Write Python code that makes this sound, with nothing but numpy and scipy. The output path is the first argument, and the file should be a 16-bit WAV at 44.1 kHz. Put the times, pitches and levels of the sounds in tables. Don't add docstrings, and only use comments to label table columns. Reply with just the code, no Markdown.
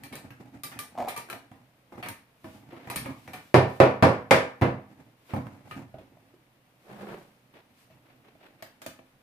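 import sys
import numpy as np
from scipy import signal
from scipy.fft import rfft, irfft, next_fast_len
from scipy.io import wavfile
from scipy.ndimage import uniform_filter1d

SR = 44100
rng = np.random.default_rng(int(sys.argv[2]) if len(sys.argv) > 2 else 0)


def wav_record(signal):
    frames = np.transpose(np.atleast_2d(signal))
    bounded = np.clip(frames, -1, 1)
    quanta = np.round(bounded * 32767).astype(np.int16)
    wavfile.write(sys.argv[1], SR, quanta)


N = 406602
TIME = np.arange(N) / SR
BLOW_SIZE = 24576

# [t/s, level/dB, bass/dB, presence/dB, treble/dB, contact sharpness/dB,
# the part's own note f/Hz, note/dB]
CLACK_EVENTS = [(3.5425, -7, -2.5, -2, -5.5, 6.5, 797, -7.5), (3.8012, -6, -6, -3, -9.5, 6.5, 654, -3.5),
                (4.0248, -7.5, -2, -1.5, -5.5, 4.5, 651, -5.5),
                (4.3088, -9.5, -6.5, 5.5, 4.5, 5, 2235, -11.5),
                (4.6195, -15.5, 1.5, -1.5, -10.5, 3.5, 764, -3)]
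# [t/s, level/dB, bass/dB, presence/dB, treble/dB, sharpness/dB, note f/Hz, note/dB]
CLICK_EVENTS = [(0.0354, -51, 8, 7.5, 8, 8, 806, -6), (0.1252, -35.5, 4, -5, -9, 2.5, 2200, -13),
                (0.1541, -51.5, 7, 8, 11.5, 9.5, 627, -4), (0.6345, -42, -16, 3, 11, 6.5, 1184, 1.5),
                (0.7897, -40, -16, 2, 8, 9.5, 1190, 1), (1.0845, -34.5, -7, 0.5, 1, 6.5, 750, -18),
                (1.1624, -36.5, -22, 0.5, -1, 4.5, 1183, -0.5), (1.176, -39, -6, -6, 1, 12, 947, -2),
                (1.2995, -34, -15, -4, -4, 8, 1350, -8.5), (2.0269, -35.5, -18, 3.5, -10.5, 4, 726, -8.5),
                (2.0858, -47, 3, 4, 10, 11.5, 931, 5.5), (2.8999, -32, -22, -3.5, -3.5, 7.5, 958, -8),
                (2.9592, -34, 13.5, 3.5, 6.5, 8, 2290, -7), (3.3334, -36.5, -7, -1, -5, 4.5, 737, -4),
                (5.7105, -39.5, 9.5, 0, -12.5, 8, 1250, -2)]
# [t/s, level/dB, bass/dB, brightness/dB, sharpness/dB, the arm's note f/Hz]
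KNOCK_EVENTS = [(0.3048, -49.5, 6, 8.5, 5.5, 980), (0.715, -44, -12, 11, 0, 1195),
                (1.2873, -45, -11, 2, 6, 343), (1.328, -38.5, -11, 5.5, 9.5, 747),
                (1.5148, -48, 3.5, 0.5, 5.5, 660), (1.9219, -40.5, -5, -2.5, 2.5, 352),
                (1.98, -42.5, -1, -4.5, 7, 362), (2.06, -38, -8, 7, 4.5, 1760),
                (2.4429, -37, 1.5, -3.5, 4, 335), (2.7282, -36.5, -7.5, -11, 6, 340),
                (2.872, -36.5, -1, -3, 4, 297), (3.058, -32, -2, -2, 5, 636),
                (3.2768, -42.5, 1, 6, 4.5, 2250), (4.613, -32.5, 0, -2, 9.5, 570),
                (5.3352, -23, 0, -12, 5, 842), (5.362, -30.5, 3, -6.5, 5, 624),
                (5.468, -45.5, 2, -2, 9.5, 352), (5.808, -43.5, 7.5, -13, 3, 210)]
# [t/s, level/dB, bass/dB, brightness/dB, sharpness/dB]
TAP_EVENTS = [(5.941, -44, 1, -9, 5), (5.984, -47, 0.5, -4, 3), (7.9, -56, 3, 1, -4.5),
              (8.352, -59, -2, -8, 9), (8.6239, -45.5, -9, 5, 7.5), (8.8172, -48, -15, 6, 4),
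              (8.8627, -42, -1, 6, 6), (8.9901, -53, -5, -7.5, 11.5)]
# [f/Hz, relative level/dB]
CLACK_SPECTRUM = [(40, -23), (65, -15), (95, -6), (130, -4.5), (200, -8), (500, -5.5), (750, -8),
                  (1100, -11.5), (1600, -16), (2300, -19), (3200, -29.5), (5000, -34), (7500, -42.5),
                  (10000, -40.5), (14500, -51.5)]
# [f/Hz, relative level/dB]
CLICK_SPECTRUM = [(50, -16.5), (110, -1), (280, -5.5), (600, -5), (1200, -6.5), (2300, -4.5), (3200, -13),
                  (4200, -13.5), (7000, -22.5), (9500, -14), (14500, -19.5)]
# [f/Hz, relative level/dB]
KNOCK_SPECTRUM = [(40, -19.5), (70, -9), (115, -4.5), (190, -7.5), (280, 1.5), (450, -20.5), (700, -10.5),
                  (1200, -13), (2300, -18.5), (3500, -30), (7000, -35.5), (14500, -34)]
# [f/Hz, relative level/dB]
TAP_SPECTRUM = [(50, -4), (120, 2.5), (300, 1.5), (450, -11), (680, -1), (950, -10), (1600, -10),
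                (2400, -11.5), (3700, -19.5), (6000, -27.5), (8000, -30.5), (14500, -29.5)]
# [f/Hz, relative level/dB, t60/s]
WOOD_MODES = [(94.6, -2.5, .35), (111, 0.5, 0.15), (127.3, 5.5, 0.35), (162, -4.5, 0.32), (205, -4.5, 0.55),
              (261.6, 0, 0.45), (343, -1, 0.26), (379, -9.5, 0.14), (487, -2.5, 0.42), (540, 2, 0.28),
              (640, 0, 0.33), (792, -1, 0.18), (970, -6.5, 0.23), (1294, -14.5, .3), (1737, -16.5, 0.5),
              (1797, -16, 0.47), (2092, -15.5, 0.25), (2208, -15.5, .35), (2380, -15, 0.36)]
# [f/Hz, relative level/dB, t60/s]
METAL_MODES = [(1224, -2.5, 0.3), (1790, -4.5, .3), (2347, -2, .3), (2560, -4, .22), (3200, -9.5, .22),
               (3960, -6, .18), (4410, -14, .18), (5550, -16.5, .28), (6770, -13, 0.15), (9000, -14, 0.34),
               (9340, -8, 0.17), (11730, -6.5, 0.1), (13150, -3, .15)]
# [t/s, length/s, level/dB, pitch f/Hz]
CREAK_EVENTS = [(0.952, .021, -38.5, 761), (.976, .052, -27, 735), (1.026, 0.046, -34.5, 731),
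                (1.069, 0.0195, -28, 779), (2.939, .008, -40, 2300), (3.053, 0.0063, -39, 2386),
                (3.276, .006, -42, 2200), (6.012, 0.0052, -42, 319.2), (6.123, .004, -45, 328),
                (6.168, 0.0064, -49.5, 670), (6.225, 0.0062, -51, 300), (6.339, 0.01, -47.5, 326)]
# [multiple of the pitch, relative level/dB]
SQUEAK_PARTIALS = [(.35, -16.5), (1, -2), (1.5, -18.5), (2.2, -35), (2.9, -23)]
# [t/s, length/s, level/dB]
SLIDE_SHOVES = [(6.908, .03, -45.5), (7.012, 0.011, -40.5), (7.09, 0.046, -40.5)]
# [f/Hz, relative level/dB]
SLIDE_SPECTRUM = [(30, -15), (76, -31), (128, -8), (160, -12), (193, 0.5), (263, -16.5), (359, -8.5),
                  (465, -12.5), (602, -10.5), (888, -16.5), (1830, -22.5), (4300, -38), (7000, -56),
                  (14500, -60)]
# [t/s, length/s, level/dB]
HAND_GRIPS = [(.02, 0.15, -41.5), (.41, 0.079, -48.5), (.565, 0.04, -47), (.65, 0.71, -52.5),
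              (1.53, 0.14, -62), (1.96, 0.14, -46), (2.45, 0.45, -52.5), (2.88, 0.26, -42.5),
              (3.28, 0.1, -47), (4.88, 0.19, -53), (5.37, 0.26, -46.5), (5.76, 0.042, -42.5),
              (5.93, 0.32, -59), (7.6, 1.3, -65.5)]
# [f/Hz, relative level/dB]
HAND_SPECTRUM = [(24, -47), (40, -18.5), (80, -9.5), (118, 2), (180, -9.5), (267, -0.5), (416, -18.5),
                 (810, -13), (1060, -22.5), (2340, -25), (3140, -35.5), (14500, -45)]
# [t/s, length/s, level/dB]
WOOD_SCUFFS = [(2.71, 0.16, -54.5), (5.3, .03, -49), (7.543, 0.016, -54), (8.06, 0.057, -61.5),
               (8.25, 0.017, -58.5), (8.415, 0.05, -55.5), (8.59, .02, -62)]
# [f/Hz, relative level/dB]
SCUFF_SPECTRUM = [(80, -20), (300, 0.5), (450, -3.5), (680, -2.5), (1000, -9), (2400, -9.5), (4000, -19.5),
                  (7000, -34), (14500, -32)]
# [t/s, length/s, level/dB]
SLEEVE_BRUSHES = [(2.46, 0.11, -60), (2.9, 0.59, -61), (3.7, 0.074, -58), (5.29, 0.064, -60),
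                  (5.7, 0.034, -60.5), (7.79, 0.041, -63)]
# [f/Hz, relative level/dB]
HISS_SPECTRUM = [(100, -21), (1000, -1), (2400, 1), (4000, -2.5), (7000, -8), (9500, -6.5), (14500, -8)]
# [f/Hz, relative level/dB]
AIR_SPECTRUM = [(20, -7.5), (33, -18.5), (80, -17), (130, -9), (190, -14.5), (270, -11.5), (400, -19),
                (520, -16), (950, -20.5), (1500, -23), (2400, -23.5), (4000, -30.5), (7300, -38),
                (9500, -35), (14500, -34.5)]
# [f/Hz, rms level/dB]
HUM_TONES = [(124, -73.5), (204.6, -81.5)]
# [centre f/Hz, t60/s, relative level/dB]
ROOM_BANDS = [(110, .38, 0.5), (258, 0.33, 0.5), (550, 0.36, -0.5), (1090, 0.39, -.5), (2200, .38, -1.5),
              (4200, 0.33, 2), (7000, .32, 2), (13000, .25, 2.5)]
# [f/Hz, correlation before limiting to +-0.99]
MIC_LIKENESS = [(120, 1.1), (300, 0.84), (700, 0.73), (1300, -0.0249), (14000, -0.01)]
# [f/Hz, left minus right/dB]
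MIC_BALANCE = [(100, -2.5), (600, -2.5), (1100, 0.05), (2200, 2), (8000, .5)]


def clacks():
    return blows(CLACK_EVENTS, CLACK_SPECTRUM, WOOD_MODES, snap_db=15, tail_db=-1.5, ring_db=-11.5,
                 note_db=-0.5, note_t60=0.13, crack_db=2.5, crack_s=0.00093, build_s=0.0022,
                 spread_db=4.0, ripple_db=2, valley_db=0)


def clicks():
    return blows(CLICK_EVENTS, CLICK_SPECTRUM, METAL_MODES, snap_db=12, tail_db=-1.4, ring_db=-9,
                 note_db=3.5, note_t60=0.2, crack_db=2.0, crack_s=0.0018, build_s=0.0032,
                 spread_db=2.5, ripple_db=4, valley_db=1)


def knocks():
    events = []
    for start_s, level_db, bass_db, bright_db, sharp_db, note_hz in KNOCK_EVENTS:
        treble_db = bright_db - 5
        events.append((start_s, level_db, bass_db, bright_db, treble_db, sharp_db, note_hz, -5))
    return blows(events, KNOCK_SPECTRUM, WOOD_MODES, snap_db=13.5, tail_db=-2.5, ring_db=-17,
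                 note_db=-1.5, note_t60=0.13, crack_db=2.5, crack_s=0.0031, build_s=0.0026,
                 spread_db=4, ripple_db=5, valley_db=-2.5)


def taps():
    dowel_hz, dowel_db = 638.6, 2
    events = []
    for start_s, level_db, bass_db, bright_db, sharp_db in TAP_EVENTS:
        treble_db = 1.96 * bright_db
        events.append((start_s, level_db, bass_db, bright_db, treble_db, sharp_db, dowel_hz, dowel_db))
    return blows(events, TAP_SPECTRUM, WOOD_MODES, snap_db=16, tail_db=-1.0, ring_db=-13.5,
                 note_db=5.0, note_t60=0.076, crack_db=2.0, crack_s=0.005, build_s=0.0015,
                 spread_db=3.0, ripple_db=5, valley_db=3.0)


def blows(events, colour, modes, snap_db, tail_db, ring_db, note_db, note_t60, crack_db, crack_s,
          build_s, spread_db, ripple_db, valley_db):
    out, hz, t = np.zeros((2, N)), bins_hz(BLOW_SIZE), TIME[:BLOW_SIZE]
    body = unit_gain(colour, hz) * modal_emphasis(modes, width_hz=11.0, valley_db=valley_db)
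    snap = contact_snap(level_db=snap_db, edge_hz=3200, delay_s=0.0006)
    for start_s, level_db, bass_db, presence_db, treble_db, sharp_db, own_hz, own_db in events:
        tone = [(170, bass_db), (400, 0.01), (800, 0.0),
                (1600, presence_db), (2800, presence_db), (6500, treble_db)]
        build = 1 - np.exp(-t / (build_s * from_db(-2 * sharp_db)))
        crack = rms_one(irfft(diffuse(BLOW_SIZE))) * np.exp(-t / crack_s)
        crack = crack * from_db(crack_db + sharp_db)
        tail = from_db(tail_db) * room_tail(swell_cycles=0.81)
        burst = build * (crack + tail) + from_db(sharp_db) * snap
        gain = body * from_db(at_hz(tone, hz)) * contact_ripple(ripple_db, width_hz=76)
        struck = causal_filter(burst, gain)
        shared_ring = from_db(ring_db) * ringing(modes, tone, spread_db)
        own_note = ringing([(own_hz, own_db + note_db, note_t60)], [(own_hz, 0)], 0)
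        add(out, start_s, from_db(level_db) * (struck + build * (shared_ring + own_note)))
    return out


def contact_snap(level_db, edge_hz, delay_s):
    spike = signal.unit_impulse(BLOW_SIZE, int(delay_s * SR))
    treble_only = signal.butter(1, edge_hz, "high", fs=SR, output="sos")
    return from_db(level_db) * signal.sosfilt(treble_only, spike)


def modal_emphasis(modes, width_hz, valley_db):
    hz = bins_hz(BLOW_SIZE)
    power = from_db(2 * valley_db)
    for centre_hz, _, _ in modes:
        power = power + 1 / (1 + ((hz - centre_hz) / width_hz) ** 2)
    return np.sqrt(power / uniform_filter1d(power, size=151))


def contact_ripple(depth_db, width_hz):
    hz = bins_hz(BLOW_SIZE)
    knots_hz = np.arange(600) * width_hz
    ripple = np.interp(hz, knots_hz, rng.standard_normal(len(knots_hz)))
    return rms_one(from_db(depth_db * ripple * hz / (hz + 500)))


def ringing(modes, tone, spread_db):
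    hz, db, t60 = np.transpose(modes)
    strength, phase, lag = rng.standard_normal((3, len(hz)))
    apart = lag * np.arccos(np.clip(at_hz(MIC_LIKENESS, hz), 0, 1)) / 2
    gain = from_db(db + at_hz(tone, hz) + spread_db * strength)
    start = gain * np.exp(1j * (np.pi * phase + apart * [[1], [-1]]))
    waves = np.exp(np.outer(2j * np.pi * hz - np.log(1000) / t60, TIME[:BLOW_SIZE]))
    return np.imag(start @ waves)


def room_tail(swell_cycles):
    field, hz, t = diffuse(BLOW_SIZE), bins_hz(BLOW_SIZE), TIME[:BLOW_SIZE]
    centres_hz = np.array(ROOM_BANDS)[:, 0]
    out = 0
    for one_band, (centre_hz, t60, db) in zip(np.eye(len(ROOM_BANDS)), ROOM_BANDS):
        share = at_hz(np.c_[centres_hz, one_band], hz)
        swell = 1 - np.exp(-t * centre_hz / swell_cycles)
        decay = np.exp(-np.log(1000) * t / t60) * swell
        power = np.mean(share ** 2) * np.mean(decay ** 2)
        out = out + from_db(db) * np.sqrt(power) * rms_one(irfft(field * share) * decay)
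    return out


def creak(jitter, flutter_db, level_db, room_db):
    sound, t = np.zeros((1, N)), TIME[:BLOW_SIZE]
    for start_s, length_s, db, pitch_hz in CREAK_EVENTS:
        waver, grip = rms_one(uniform_filter1d(rng.standard_normal((2, BLOW_SIZE)), size=110))
        phase = 2 * np.pi * np.cumsum(pitch_hz * (1 + jitter * waver)) / SR
        slip = (1 - np.exp(-t / 0.00069)) * np.exp(-np.maximum(t - length_s, 0) / 0.00089)
        swing = sum(from_db(partial_db) * np.sin(k * phase) for k, partial_db in SQUEAK_PARTIALS)
        strength = from_db(db + level_db + flutter_db * grip)
        add(sound, start_s, (strength * slip * swing)[None])
    echoes = rms_one(room_tail(swell_cycles=0.7)) / np.sqrt(BLOW_SIZE)
    return sound + from_db(room_db) * signal.oaconvolve(sound, echoes, axes=1)[:, :N]


def sliding(hiss_growth, hiss_db):
    push = strokes(SLIDE_SHOVES, rise_s=0.033, fall_s=0.063)
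    rumble = rubbing(push, SLIDE_SPECTRUM, level_db=0, grain_db=1.9, grain_s=0.0044)
    hiss = rubbing(push ** hiss_growth, HISS_SPECTRUM, level_db=hiss_db, grain_db=1.5, grain_s=0.004)
    return rumble + hiss


def handling():
    grip = strokes(HAND_GRIPS, rise_s=0.034, fall_s=0.063)
    return rubbing(grip, HAND_SPECTRUM, level_db=-2.5, grain_db=5.0, grain_s=0.037)


def scuffing():
    scuff = strokes(WOOD_SCUFFS, rise_s=0.0069, fall_s=0.049)
    return rubbing(scuff, SCUFF_SPECTRUM, level_db=1, grain_db=2.5, grain_s=0.0065)


def sleeve_brushing():
    brush = strokes(SLEEVE_BRUSHES, rise_s=0.041, fall_s=0.06)
    return rubbing(brush, HISS_SPECTRUM, level_db=-0.5, grain_db=-0.5, grain_s=0.008)


def strokes(events, rise_s, fall_s):
    power = 0
    for start_s, length_s, db in events:
        before = np.maximum(start_s - TIME, 0) / rise_s
        after = np.maximum(TIME - start_s - length_s, 0) / fall_s
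        power = power + (from_db(db) * np.exp(-np.minimum(before + after, 20))) ** 2
    return np.sqrt(power)


def rubbing(strength, colour, level_db, grain_db, grain_s):
    return from_db(level_db) * strength * coloured_noise(colour, grain_db, grain_s)


def coloured_noise(colour, grain_db, grain_s):
    size = next_fast_len(N, True)
    grip = rms_one(uniform_filter1d(rng.standard_normal(size), max(int(grain_s * SR), 1)))
    grains = irfft(diffuse(size), size) * from_db(grain_db * grip)
    coloured = irfft(rfft(grains) * unit_gain(colour, bins_hz(size)), size)
    return rms_one(coloured[:, :N])


def workshop():
    hum = sum(from_db(db) * np.sqrt(2) * np.sin(2 * np.pi * hz * TIME) for hz, db in HUM_TONES)
    air_db = -63.5
    return hum + from_db(air_db) * coloured_noise(AIR_SPECTRUM, grain_db=0.5, grain_s=0.03)


def diffuse(size):
    alike = np.clip(at_hz(MIC_LIKENESS, bins_hz(size)), -0.99, 0.99)
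    mid, side = rfft(rng.standard_normal((2, size)))
    return np.sqrt((1 + alike) / 2) * mid + np.sqrt((1 - alike) / 2) * side * [[1], [-1]]


def causal_filter(x, gain):
    cepstrum = irfft(np.log(gain + 1e-9))
    half = len(cepstrum) // 2
    cepstrum[1:half] *= 2
    cepstrum[half + 1:] = 0
    return irfft(rfft(x) * np.exp(rfft(cepstrum)))


def unit_gain(colour, hz):
    return rms_one(from_db(at_hz(colour, hz)))


def at_hz(points, hz):
    known_hz, values = np.transpose(points)
    return np.interp(np.log(hz + 1e-3), np.log(known_hz), values)


def bins_hz(size):
    return np.arange(size // 2 + 1) * SR / size


def from_db(db):
    return 10 ** (np.asarray(db) / 20)


def rms_one(x):
    return x / np.sqrt(np.mean(x ** 2) + 1e-20)


def add(out, start_s, sound):
    i = max(round(start_s * SR), 0)
    out[:, i:i + sound.shape[1]] += sound[:, :N - i]


def scene():
    struck = clacks() + clicks() + taps() + knocks()
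    joint = creak(jitter=0.129, flutter_db=4.0, level_db=-1.0, room_db=-2.5)
    rubbed = handling() + scuffing() + sleeve_brushing()
    slide = sliding(hiss_growth=0.45, hiss_db=-41)
    return struck + joint + rubbed + slide + workshop()


def record(dry):
    size = next_fast_len(N + BLOW_SIZE, True)
    lean = from_db(at_hz(MIC_BALANCE, bins_hz(size)) / 2 * np.array([[1], [-1]]))
    heard = irfft(rfft(dry, size) * lean, size)[:, :N]
    heard = signal.sosfilt(signal.butter(1, 55, "high", fs=SR, output="sos"), heard)
    heard = heard / (1 + (heard / 0.93) ** 6) ** (1 / 6)
    top_cut = signal.ellip(12, 0.2, 80, 15000, fs=SR, output="sos")
    return signal.sosfilt(top_cut, heard)


dry = scene()
out = record(dry)
wav_record(out)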